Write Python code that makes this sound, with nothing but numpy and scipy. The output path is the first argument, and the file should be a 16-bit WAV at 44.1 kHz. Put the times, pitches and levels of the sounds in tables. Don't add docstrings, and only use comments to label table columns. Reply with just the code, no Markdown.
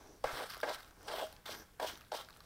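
import sys
import numpy as np
from scipy import signal
from scipy.fft import rfft, irfft
from scipy.io import wavfile
from scipy.ndimage import uniform_filter1d

SR = 44100
rng = np.random.default_rng(int(sys.argv[2]) if len(sys.argv) > 2 else 0)


def invert_db(x):
    u = np.asarray(x, float) / 20
    return 10 ** u


def pcm_store(signal):
    levels = np.round(np.clip(np.atleast_2d(signal), -1, 1) * 32767)
    wavfile.write(sys.argv[1], SR, levels.astype(np.int16).T)


N = 108045
SLIPS_PER_S, SLIP_SPREAD_DB = 8500, 2.5
BUMPS_PER_S, BUMP_SPREAD_DB = 3000, 0.5


def level(x, db=0):
    return x * invert_db(db) / np.sqrt(np.mean(x ** 2))


def band(x, lo_hz, hi_hz):
    sos = signal.butter(2, [lo_hz, min(hi_hz, .45 * SR)], "band", fs=SR, output="sos")
    return signal.sosfilt(sos, x)


def colour(x, points):
    hz, db = np.array(points).T
    bins_hz = np.arange(1, 2050) * SR / 4096
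    log_gain = np.interp(np.log(bins_hz), np.log(hz), db) * np.log(10) / 20
    cepstrum = irfft(log_gain)
    cepstrum[1:2048] *= 2
    cepstrum[2049:] = 0
    response = irfft(np.exp(rfft(cepstrum)))[:2048]
    return signal.fftconvolve(x, response)[:N]


def walk(rate):
    hold = int(SR / rate)
    steps = np.repeat(rng.standard_normal(N // hold + 1), hold)
    return 1.2 * uniform_filter1d(steps, hold)[:N]


def ring(x, modes, scatter_db=0.):
    out = 0
    for hz, db, t60 in modes:
        pole = np.exp(2j * np.pi * hz / SR - np.log(1000) / (t60 * SR))
        drive = x * invert_db(scatter_db * walk(60))
        out = out + invert_db(db) * signal.lfilter([1], [1, -pole], drive).imag
    return out


def peak(modes):
    return np.abs(ring(np.arange(N) == 0, modes)).max()


def clicks(rate, spread_db):
    hit = rng.random(N) < rate / SR
    strength = invert_db(spread_db * np.minimum(rng.exponential(size=N), 3))
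    return hit * rng.standard_normal(N) * strength


def strikes(times, db, decay_s):
    at = np.zeros(N)
    np.add.at(at, (np.asarray(times) * SR).astype(int), invert_db(np.asarray(db)))
    return signal.lfilter([1], [1, -np.exp(-1 / (decay_s * SR))], at)


def place(times, rows):
    out = np.zeros(N + rows.shape[1])
    for s, row in zip(times, rows):
        out[int(s * SR):][:len(row)] += row
    return out[:N]


def swell(start_s, length_s):
    return np.sin(np.pi * np.clip((np.arange(N) / SR - start_s) / length_s, 0, 1))


# f/Hz, level/dB
HUM_SPECTRUM = [(18, -3.5), (57, 6), (307, -8), (373, -11), (479, -8), (688, -19), (4330, -25),
                (5720, -24.5), (15600, -25)]


def garage():
    return level(colour(rng.standard_normal(N), HUM_SPECTRUM), -63.5)


# t/s, length/s, graze level/dB, rub level/dB
BACK_SWINGS = [
    (-.05, 0.27, -68.5, -63.5),
    (0.783, 0.33, -82, -74),
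    (0.967, 0.27, -68.5, -62),
    (1.458, .2, -60, -56.5),
    (1.882, 0.11, -64, -59.5),
]
# f/Hz, level/dB, t60/s
GRAZE_MODES = [(5840, 2, 0.0038), (5200, -22, 0.0079)]
RUB_MODES = [(335, 4.7, 0.068), (410, 8.8, 0.022)]


def swings():
    graze = level(ring(clicks(6000, 2.5), GRAZE_MODES))
    rub = level(ring(clicks(1500, 2.5), RUB_MODES))
    out = 0
    for start, length, graze_db, rub_db in BACK_SWINGS:
        out = out + (invert_db(graze_db) * graze + invert_db(rub_db) * rub) * swell(start, length)
    return out


# t/s, bristle drag level/dB, pan level/dB re drag, tape level/dB re drag
LONG_STROKE = [(.238, -70, 2, -4), (.241, -44.5, 15, 2.5), (.262, -51.5, -6, 6.5), (.29, -49.5, 0, 6),
               (.33, -47.5, -3, -1.5), (.395, -48.5, 6, 3), (.435, -52, 8, 1.5), (.485, -60.5, -9, 0.5),
               (.497, -55.5, -28, 1), (.515, -57, -24, 2.5), (.59, -61.5, -4, 4), (.627, -65.5, -6, -10),
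               (.631, -53, 22, 16), (.655, -53, 5.5, -2), (.69, -49.5, 8.5, 4.5), (.722, -52, 7.5, 0),
               (.735, -49, -20, -2), (.755, -53, -28, 2.5), (.766, -59.5, 0, 3.5)]
STROKES_ON_LIP = [(1.073, -64, 9, -1), (1.083, -43, 0, -6), (1.1, -50, 2, -1), (1.15, -49, 2.5, -4.5),
                  (1.2, -46, 1, -1.5), (1.238, -52, 6, -8), (1.25, -54.5, -16, -4.5), (1.3, -66, 3, 1),
                  (1.454, -70, -17, 4), (1.459, -48, -10, -2), (1.485, -51.5, -1.5, 0),
                  (1.52, -49, -14, -6.5), (1.55, -51.5, -14, 0), (1.565, -63, -1, 0), (1.625, -63, -3, 2),
                  (1.65, -72.5, -4, 1.5)]
LAST_STROKES = [(1.794, -83, -2, 15.5), (1.799, -44.5, 4, 2), (1.811, -54, 10.5, -2.5), (1.83, -48, 9, -3),
                (1.854, -48, 4, 0.5), (1.875, -43.5, -8, -17), (1.899, -48, -6.5, -1.5),
                (1.93, -57, -11, -4), (2.114, -76, -8, 2), (2.118, -43, -1, -8), (2.135, -54, 7, 1),
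                (2.151, -44, 4, -7), (2.166, -51, -13, -1.5), (2.193, -50.5, -2.5, -2.5),
                (2.27, -69.5, 0.5, -2)]
LIFTED = [(0, -69, 6.5, 3.5), (.12, -77, 12.5, 2), (.22, -75, 0, -1), (.83, -63.5, -4.5, 0),
          (.97, -79.5, 3, 7.5), (1.43, -74.5, -1.5, 1.5), (1.76, -76.5, -4, 1.5), (2.02, -70, -2, 2.5),
          (2.09, -74.5, -6.5, 1.5), (2.45, -72, 4, 1.5)]
# f/Hz, level/dB
HISS_COLOUR = [(1500, -15), (2600, -10.5), (3300, -2.5), (5500, -6.5), (6900, -18.5), (8200, -12.5),
               (10500, -16.5), (14000, -17)]
# f/Hz, level/dB, t60/s
PAN_MODES = [(314, -14.5, 0.018), (450, -41, 0.011), (528.5, -4, 0.033), (630, 0.5, 0.048),
             (700, 2.5, 0.021), (814, 6.5, 0.022), (968, -2.5, 0.028)]
TAPE_MODES = [(1160, 7.5, 0.012), (1342, -0.5, 0.038), (1480, 3, 0.02), (1587, 10, 0.012), (1825, 1, 0.01),
              (2086, -1, 0.019)]


def brush():
    rows = np.vstack([LONG_STROKE, STROKES_ON_LIP, LAST_STROKES, LIFTED])
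    s, drag, pan, tape = rows[np.argsort(rows[:, 0])].T

    def curve(db):
        return invert_db(np.interp(np.arange(N) / SR, s, db))

    def drummed(hits, modes, weight):
        drive = hits / np.sqrt(np.mean(ring(hits, modes) ** 2))
        return ring(drive * curve(drag + weight), modes, 1.5)

    flicker = invert_db(2.2 * walk(90))
    slips = 0
    for lo_hz in 1200 * 1.3 ** np.arange(11):
        patch = band(clicks(SLIPS_PER_S, SLIP_SPREAD_DB), lo_hz, 1.3 * lo_hz)
        slips = slips + patch * invert_db(2.0 * walk(12))
    hiss = level(colour(slips * flicker, HISS_COLOUR)) * curve(drag)
    top_gain = curve(-0.21 * np.clip(drag + 52, -8, 8))
    hiss = hiss + band(hiss, 4100, 24000) * (top_gain - 1)
    drum = drummed(clicks(BUMPS_PER_S, BUMP_SPREAD_DB), PAN_MODES, pan)
    skin = drummed(clicks(3500, 2.76), TAPE_MODES, tape)
    return invert_db(-0.5) * hiss + drum + invert_db(1.0) * skin


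# t/s, peak level/dB, struck spot f/Hz
PAN_KNOCKS = [(0.245, -12, 634), (0.251, -42, 700), (0.254, -18.5, 610), (.416, -25, 640),
              (0.568, -33.5, 540), (0.631, -15.5, 600), (0.638, -21, 745), (.685, -19, 606),
              (0.713, -23.5, 604), (1.084, -26.5, 700), (1.139, -19.5, 685), (1.156, -25, 620),
              (1.183, -20, 790), (1.198, -20, 760), (1.211, -23, 630), (1.221, -23, 646),
              (1.2265, -23.5, 650), (1.2355, -19, 630), (1.492, -23.5, 635), (1.798, -19, 900),
              (1.802, -23, 820), (1.826, -18, 795), (1.829, -26, 720), (1.838, -28, 656), (1.845, -15, 720),
              (2.12, -16.5, 785), (2.128, -19, 735), (2.146, -19.5, 730)]


def knocks():
    push_s = 0.00043
    s, db, hz = np.array(PAN_KNOCKS).T
    blow = np.exp(-np.arange(SR // 50) / (push_s * SR)) / (push_s * SR)
    blows = [invert_db(d - 5.5) * band(blow, f / 1.34, f * 1.36) for d, f in zip(db, hz)]
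    push = place(s, np.array(blows))
    hollow = 1.76 * ring(push, PAN_MODES) / peak(PAN_MODES)
    skin = invert_db(-1) * ring(push, TAPE_MODES) / peak(TAPE_MODES)
    return hollow + skin


def stand():
    shake = strikes([.245, .33], [-54, -55], 0.0097) / 170
    return ring(shake, [(70, 11.0, 0.054), (132, 13, 0.145)])


# t/s, length/s, level/dB, lowest f/Hz
TIP_WHISPERS = [
    (1.11, .14, -62.5, 13200),
    (1.51, .13, -63, 10800),
    (1.82, .14, -65, 11500),
    (.27, .2, -64, 8000),
]


def whispers():
    slips = clicks(SLIPS_PER_S, SLIP_SPREAD_DB)
    out = 0
    for start, length, db, lo_hz in TIP_WHISPERS:
        hiss = band(band(slips, lo_hz, 15000), lo_hz, 15000)
        out = out + level(hiss, db) * swell(start, length)
    return out


# t/s, peak level/dB, f/Hz, glint level/dB re peak, thud level/dB
FALLING_CHIPS = [(0.4909, -47, 3850, -8, -2), (0.4971, -39, 4500, -11, -10), (0.5005, -36, 4630, -11, -6),
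                 (0.5037, -34.5, 4730, -9, -8), (0.5094, -39, 3440, -10, -7),
                 (0.5206, -37.5, 3650, -16, -11), (0.5362, -39.5, 4220, -12, -7),
                 (0.5449, -37.5, 4100, -12, -7), (0.5548, -48, 4080, -12, 3.5),
                 (0.5677, -40.5, 4040, -11, -12), (0.5766, -44.5, 4240, -7, -7),
                 (0.5932, -49, 3800, -17, -8), (0.6015, -39, 5210, -12, -2), (0.7458, -34, 3800, -10, -11),
                 (0.7833, -50, 4900, -16, 0), (0.7874, -47, 4050, -12, -10), (0.8005, -51, 4700, -14, -7),
                 (0.8046, -45, 4540, -13, -1), (0.83, -47, 3840, -13, -13), (0.8449, -47, 4000, -21, -5),
                 (0.8767, -51, 4150, -14, -5), (0.9084, -52.5, 6010, -19, -6),
                 (1.0071, -59.5, 5680, -10, 6), (1.267, -50, 3480, -4, 2.5), (1.326, -45.5, 4210, -6, -15),
                 (1.3638, -46.5, 3220, -20, -10), (1.4621, -35, 3770, -23, -21),
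                 (1.5246, -40.5, 3370, -23, -13),
                 (1.9549, -40, 3640, -21, -12), (1.974, -46, 5400, -10, -4), (2.0091, -46, 3270, -10, -2),
              (2.0164, -51, 2820, -9, -9), (2.0477, -55, 3770, -17, -12), (2.066, -58, 3950, -13, -5),
              (2.1188, -34, 3120, -30, -4), (2.165, -33.5, 3400, -21, -19), (2.2102, -38, 3850, -22, -10),
              (2.247, -46, 3850, -23, -17), (2.2982, -52, 2560, -10, 2), (2.3048, -45.5, 3920, -16, -5),
              (2.3277, -51, 3860, -21, -13), (2.3383, -52, 3040, -15, -8), (2.363, -49.5, 3950, -14, -3.5),
              (2.4046, -42.5, 4240, -18, -5.5),
                 (.6112, -43, 3900, -9, -16), (.6152, -40, 4900, -11, -16), (1.0296, -57, 3900, 1, -2),
               (1.073, -58, 5400, 4, -4), (1.9815, -51, 4200, -9, -8), (2.0822, -57, 3900, -6, -6),
               (2.2865, -49, 4500, -13, 5), (2.3705, -57, 4000, -1, -6)]


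def chips():
    s, db, hz, glint, thud = np.array(FALLING_CHIPS).T
    t = np.arange(SR // 50) / SR
    decay = np.exp(-t / 0.0014) * np.minimum(t / 0.00045, 1)
    rattle = rng.standard_normal((len(s), len(t))) * decay

    def to_peak(rows, peak_db):
        return rows / np.abs(rows).max(axis=1, keepdims=True) * invert_db(peak_db - 0.5)[:, None]

    ticks = [band(r, f / 1.11, f * 1.097) + 0.67 * band(r, 2430, 5840) for r, f in zip(rattle, hz)]
    landing = to_peak(np.array(ticks), db)
    landing = landing + to_peak(band(rattle, 6400, 15000), db + glint + 8.0)
    landing = landing + to_peak(band(rattle, 1107, 1580), db + thud + 0.5)
    return place(s, landing)


def rim():
    start_s, end_s, modes = 1.06, 1.242, [(630, 0, .13)]
    t, bumps = np.arange(N) / SR, clicks(BUMPS_PER_S, BUMP_SPREAD_DB)
    run = np.clip((t - start_s) / (end_s - start_s), 0, 1) * (t < end_s)
    return ring(bumps * run, modes) * invert_db(-43.5) / np.std(ring(bumps, modes))


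def echo(near):
    t60_s, gap_s = 0.18, .004
    t = np.arange(SR // 2) / SR
    tail = rng.standard_normal(len(t)) * 1e-3 ** (t / t60_s) * (t > gap_s)
    return invert_db(-12) * signal.fftconvolve(near, tail / np.sqrt(np.sum(tail ** 2)))[:N]


def scene():
    near = brush() + knocks() + whispers() + chips() + rim()
    near = signal.sosfilt(signal.butter(4, 310, "high", fs=SR, output="sos"), near)
    near = near + swings() + stand()
    return (near + echo(near) + garage())[None]


def band_limit(x):
    return signal.sosfilt(signal.butter(12, 15750, fs=SR, output="sos"), x)


def record(dry):
    mix = signal.sosfilt(signal.ellip(10, .2, 70, 15750, fs=SR, output="sos"), dry)
    return band_limit(mix)


dry = scene()
out = record(dry)
pcm_store(out)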